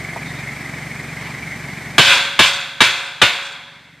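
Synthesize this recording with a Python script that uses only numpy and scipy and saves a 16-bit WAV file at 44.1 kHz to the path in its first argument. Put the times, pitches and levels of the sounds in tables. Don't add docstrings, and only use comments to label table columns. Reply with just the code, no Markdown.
import sys
import numpy as np
from scipy import signal
from scipy.fft import rfft, irfft, next_fast_len
from scipy.io import wavfile
from scipy.ndimage import uniform_filter1d, minimum_filter1d

SR = 44100
rng = np.random.default_rng(int(sys.argv[2]) if len(sys.argv) > 2 else 0)


def inscribe(sig):
    pcm = np.round(np.clip(np.atleast_2d(sig).T, -1, 1) * 32767)
    wavfile.write(sys.argv[1], SR, pcm.astype(np.int16))


N = 176400

# (multiple of the firing rate, level [dB])
EXHAUST_TONES = [(1, -35), (2, -40), (3, -5), (4, -18), (5, 0), (6, 3), (7, 2), (8, -18.5), (9, -8),
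                 (10, -5.5), (11, -48.5), (12, -6), (13, -33.5)]
# (level [dB], pitch [Hz])
CYLINDERS = [(-2, 2235), (2.5, 2280), (1, 2200), (2.5, 2085)]
# (pitch [Hz], level [dB])
AIR = [(15, -72), (25, -44), (53, -19.5), (86, -11), (123, -9), (148, 1.5), (285, -9.5), (308, -13.5),
       (361, -13.5), (534, -20.5), (578, -17), (812, -17), (950, -20), (1050, -19), (1440, -19.5),
       (1560, -16), (2080, -7), (2780, -25), (3700, -26.5), (6940, -32.5), (8550, -31.5), (10800, -42.5),
       (13000, -37.5)]
AIR_CUTS = [(50, -7), (110, -7), (170, -8), (300, -1.5), (1500, 0), (2100, -4), (2900, -0.5)]
AIR_SWING = [(100, 1.7), (300, 1), (700, 1.3), (3000, 1), (10000, 0.48)]
HARD_FIRINGS = [.48, 1.52]
# (pitch [Hz], level [dB])
SQUEAK = [(3000, -50), (3620, -3), (3770, -2), (3920, -14), (4700, -22), (6000, -50)]
SCUFF = [(300, -23), (800, 4), (1500, -3), (3000, -4), (4500, -10), (7000, -25), (12000, -35)]
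KNOCK = [(250, -25), (700, 0), (1100, 0), (1600, -16), (6000, -40)]
TYRE_BOOM = [(25, -25), (50, -8), (80, -3), (140, -4), (400, -30)]
THUD = [(25, -24), (45, -21), (70, -4.5), (150, 1), (300, -3), (700, -5.5), (2000, -49)]
CRASH = [(88, -52), (150, -12), (368, -13), (544, -26), (608, 2), (776, -7), (1050, 5.5), (1330, -2.5),
         (1460, 7), (1830, 1), (2330, 4), (2870, 0.5), (3720, 0.5), (5510, -13.5), (8150, -20),
         (9820, -26.5), (13000, -28.5)]
CLANG = [(150, -34), (250, -17.5), (517, -12), (553, -9.5), (600, -18), (663, -11), (697, -8.5), (782, -10),
         (970, -4), (1310, -6.5), (1520, 1), (1910, -8.5), (2010, -5), (2180, -3), (2620, -4.5),
         (3030, -12.5), (3350, 0), (3820, -6.5), (4020, -7.5), (5590, -20), (6940, -20), (8460, -24),
         (9650, -32), (11400, -31.5), (13000, -37)]
# (pitch [Hz], level [dB])
RIM_TONES = [(559.9, -46.5), (716.0, -49.5), (990.5, -43.5), (1050, -47.5), (1319, -40.5), (1464, -36.5),
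             (1550, -35), (1615, -64), (1712, -42.5), (1900, -58.5), (2056, -32.5), (2369, -36),
             (2428, -34), (2552, -33.5), (2600, -33.5), (2686, -45.5), (2724, -34), (2767, -47),
             (2859, -40.5), (3025, -44), (3316, -36.5), (3435, -39.5), (3634, -38), (3666, -39.5),
             (3758, -39.5), (4070, -50.5), (4156, -47.5), (4194, -47), (4500, -41), (4597, -43),
             (4840, -67), (5346, -49), (5954, -53), (6686, -49), (6821, -61), (6934, -73), (7639, -68),
             (8172, -65)]
RIM_COLOUR = [(550, 3), (720, 3.5), (950, -1.5), (2500, -4), (3500, 0.5), (4500, -4.5), (5600, -5.5),
              (6900, 1), (8200, 10.5)]
# (pitch [Hz], time [s])
RIM_T60 = [(550, 1.36), (1500, 1), (3500, 0.91), (7000, 0.85)]
CRASH_T60 = [(200, 0.31), (1000, 0.19), (3000, 0.34), (10000, 0.33)]
CLANG_T60 = [(400, 0.82), (1500, 1.03), (3500, 1.07), (6000, 0.73), (12000, 1.13)]
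ROOM_T60 = [(300, 1.2), (1500, 1.54), (3500, 1.51), (6000, 1.26), (12000, 0.91)]
# (pitch [Hz], level [dB], t60 [s])
CONTACT_TONES = [(876, -1.5, 0.063), (1186, 1.5, 0.061), (1427, -6.5, 0.15), (1683, 4, 0.051),
                 (2313, -12, 0.32), (2770, -5.5, 0.19), (3035, -6.5, 0.26), (3374, -4, 0.14),
                 (3668, -6, 0.15)]
JINGLE_HZ = [4550, 4950, 5310, 6010, 6920, 7590, 8210]
# (time [s], strength [dB], brightness [dB per octave],
# thud [dB], first ping [Hz], its level [dB], second ping [Hz], its level [dB])
BLOWS = [(1.981, 1.5, 1, 4.5, 3018, -1, 2340, -8), (2.3906, -0.5, 1, 1, 3015, -8.5, 1735, -10),
         (2.8048, 1, 0.5, 1, 3797, -7, 1482, -8), (3.2154, 0.5, 0, 1, 2777, -5.5, 3677, -10)]
# (pitch [Hz], side against mid [dB])
WIDTH = [(2800, -47), (3500, -57), (4300, -12), (6000, -3.5), (12000, -4)]

FIRING_HZ, FIRST_FIRING_S = 23.13, 0.006
HAMMER_DB = 17
TWIN_HZ, TWIN_DB = 4.04, -9
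MONO_BELOW_HZ, TOP_HZ = 3000, 13200


def amp(db):
    return 10 ** (np.asarray(db) / 20)


def unit(x):
    return x / np.sqrt(np.mean(x ** 2) + 1e-20)


def along(points, hz):
    pitches, values = np.transpose(points)
    return np.interp(np.log(hz + 1), np.log(pitches + 1), values)


def filtered(x, response):
    n = x.shape[-1]
    padded = next_fast_len(n + SR // 4)
    return irfft(rfft(x, padded) * response(np.fft.rfftfreq(padded, 1 / SR)), padded)[..., :n]


def noise(colour, n):
    return unit(filtered(rng.standard_normal((2, n)), lambda hz: amp(along(colour, hz))))


def dying(x, t60s):
    hz, t, bands = signal.stft(x, SR, nperseg=256)
    fade = amp(-60 * t / along(t60s, hz)[:, None])
    return signal.istft(bands * fade, SR, nperseg=256)[1][:, :x.shape[1]]


def add(out, s, x):
    start = max(round(s * SR), 0)
    out[:, start:start + x.shape[1]] += x[:, :N - start]


def ring(tones, t, scatter_db):
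    out = np.zeros((2, len(t)))
    for (hz, db, t60), (size, phase) in zip(tones, rng.standard_normal((len(tones), 2))):
        age = t[t < t60]
        angle = 2 * np.pi * (hz * age + phase)
        fade = amp(db + scatter_db * size - 60 * age / t60)
        out[:, :len(age)] += fade * np.array([np.sin(angle), np.cos(angle)])
    return out


def crowd(bins, colour, n):
    tones = np.zeros((2, n // 2 + 1), complex)
    tones[:, bins] = rng.standard_normal((2, len(bins))) + 1j * rng.standard_normal((2, len(bins)))
    return unit(irfft(tones * amp(along(colour, np.fft.rfftfreq(n, 1 / SR))), n))


def engine():
    cycles = (np.arange(N) / SR - FIRST_FIRING_S) * FIRING_HZ
    firings = np.arange(int(cycles[-1]) + 1)
    chance = rng.standard_normal((len(firings), 3))
    thump = unit(sum(amp(db) * np.cos(2 * np.pi * k * cycles) for k, db in EXHAUST_TONES))
    thump *= amp(-34.5 + 0.78 * np.interp(cycles, firings, chance[:, 0]))
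    air = unit(filtered(noise(AIR, N), lambda hz: amp(along(AIR_CUTS, hz))))
    hz, s, bands = signal.stft(air, SR, nperseg=512)
    swing_db = along(AIR_SWING, hz)[:, None] * np.cos(2 * np.pi * (s - FIRST_FIRING_S) * FIRING_HZ)
    puffs = signal.istft(bands * amp(swing_db), SR, nperseg=512)[1][:, :N]
    out = thump + amp(-31.5) * puffs
    t = np.arange(SR // 8) / SR
    width_hz, t60, rise_s, lead_s = 195, 0.14, 0.0055, 0.01
    for k, (_, size, detune) in zip(firings, chance):
        fired_s = FIRST_FIRING_S + k / FIRING_HZ
        db, centre_hz = CYLINDERS[k % len(CYLINDERS)]
        centre_hz += 40 * detune
        hiss = rng.standard_normal((2, len(t)))
        rattle = unit(filtered(hiss, lambda hz: 1 / (1 + ((hz - centre_hz) / width_hz) ** 2) ** 2))
        hard = any(abs(fired_s - when) < 0.5 / FIRING_HZ for when in HARD_FIRINGS)
        shape = amp(-28.5 + db + 7.5 * hard + size - 60 * t / t60) * (1 - np.exp(-t / rise_s))
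        add(out, fired_s - lead_s, shape * rattle)
    return out


def squeaks():
    out = np.zeros((2, N))
    for s, length_s, db in [(0.248, 0.077, -41), (0.339, 0.1, -43)]:
        n = int(length_s * SR)
        add(out, s, amp(db) * np.sqrt(np.hanning(n)) * noise(SQUEAK, n))
    return out


def scuff(start_s=1.13, length_s=0.26, db=-36):
    out, n = np.zeros((2, N)), int(length_s * SR)
    add(out, start_s, amp(db) * np.hanning(n) * noise(SCUFF, n))
    return out


def knock(start_s=0.161, t60=0.08, db=-21):
    out, t = np.zeros((2, N)), np.arange(SR // 4) / SR
    add(out, start_s, amp(db - 60 * t / t60) * noise(KNOCK, len(t)))
    return out


def jingle(n, length_s=0.35, fall_db_per_s=89, t60=0.12, db_per_octave=-6.5):
    out, t = np.zeros((2, N)), np.arange(SR // 5) / SR
    for moment, softness, detune in rng.random((12, 3)):
        s = length_s * moment
        tones = [(hz * (0.99 + 0.0199 * detune), db_per_octave * np.log2(hz / JINGLE_HZ[0]), t60)
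                 for hz in JINGLE_HZ]
        add(out, s, amp(-22 - fall_db_per_s * s - 7.5 * softness) * ring(tones, t, scatter_db=2.5))
    return out[:, :n]


def rim(bins, t):
    n = len(t)
    clang = amp(-18) * dying(crowd(bins, CLANG, n), CLANG_T60)
    crash = amp(-3) * dying(crowd(bins, CRASH, n), CRASH_T60)
    echo = amp(-20) * dying(noise(CLANG, n), ROOM_T60)
    top_db = max(db for hz, db in RIM_TONES)
    tones = [(hz + gap_hz, db - top_db + gap_db + along(RIM_COLOUR, hz), along(RIM_T60, hz))
             for hz, db in RIM_TONES for gap_hz, gap_db in [(0, 0), (TWIN_HZ, TWIN_DB)]]
    return clang + crash + echo + amp(-21.5) * ring(tones, t, scatter_db=1.5)


def hammer(tone_count=520, ping_t60=0.19, spread_s=0.0022, thud_peak_s=0.013, boom_t60=0.45):
    out, n = np.zeros((2, N)), 2 * SR
    t = np.arange(n) / SR
    crowd_hz = (np.arange(tone_count) + rng.random(tone_count)) / tone_count * TOP_HZ
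    bins = (crowd_hz * n / SR).astype(int)
    for s, db, brightness, thud_db, first_hz, first_db, second_hz, second_db in BLOWS:
        steel = rim(bins, t) + amp(-4) * ring(CONTACT_TONES, t, scatter_db=0.5)
        pings = [(first_hz, first_db, ping_t60), (second_hz, second_db, ping_t60)]
        steel += ring(pings, t, scatter_db=3)
        steel = filtered(steel, lambda hz: amp(brightness * np.log2(np.maximum(hz, 300) / 2500)))
        steel *= 1 - np.exp(-t / spread_s)
        rise = t / thud_peak_s
        thud = amp(-15.5 + thud_db) * rise * np.exp((1 - rise ** 2) / 2) * noise(THUD, n)
        boom = amp(-31.5 - 60 * t / boom_t60) * noise(TYRE_BOOM, n)
        add(out, s, amp(HAMMER_DB + db) * (steel + thud + boom + jingle(n)))
    return out


def scene():
    mid, other = hammer() + engine() + knock() + squeaks() + scuff()
    side = filtered(other, lambda hz: amp(along(WIDTH, hz)))
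    return np.array([mid + side, mid - side])


def smooth(x, seconds):
    keep = np.exp(-1 / (seconds * SR))
    return signal.lfilter([1 - keep], [1, -keep], x)


def turned_down(x, above_db, max_db, attack_s, release_db_per_s):
    level_db = 10 * np.log10(smooth(np.mean(x ** 2, axis=0), 0.012) + 1e-12)
    excess_db = np.clip(level_db - above_db, 0, max_db)
    release_db = release_db_per_s * np.arange(N) / SR
    held_db = np.maximum.accumulate(excess_db + release_db) - release_db
    return x * amp(-smooth(held_db, attack_s))


def limited(x, ceiling=2.21, look_ahead_s=0.0027):
    window = int(2 * look_ahead_s * SR)
    gain = np.minimum(1, ceiling / (np.abs(x).max(axis=0) + 1e-9))
    return x * uniform_filter1d(minimum_filter1d(gain, window), window)


def record(dry):
    x = turned_down(dry, above_db=-7, max_db=19, attack_s=0.39, release_db_per_s=-0.5)
    x = turned_down(x, above_db=-5, max_db=40, attack_s=0.0054, release_db_per_s=170)
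    x = limited(x)
    left, right = x / (1 + np.abs(x).max(axis=0) ** 6) ** (1 / 6)
    mid = (left + right) / 2
    side = filtered((left - right) / 2, lambda hz: 1 - 1 / (1 + (hz / MONO_BELOW_HZ) ** 20))
    return filtered(np.array([mid + side, mid - side]), lambda hz: hz < TOP_HZ)


dry = scene()
out = record(dry)
inscribe(out)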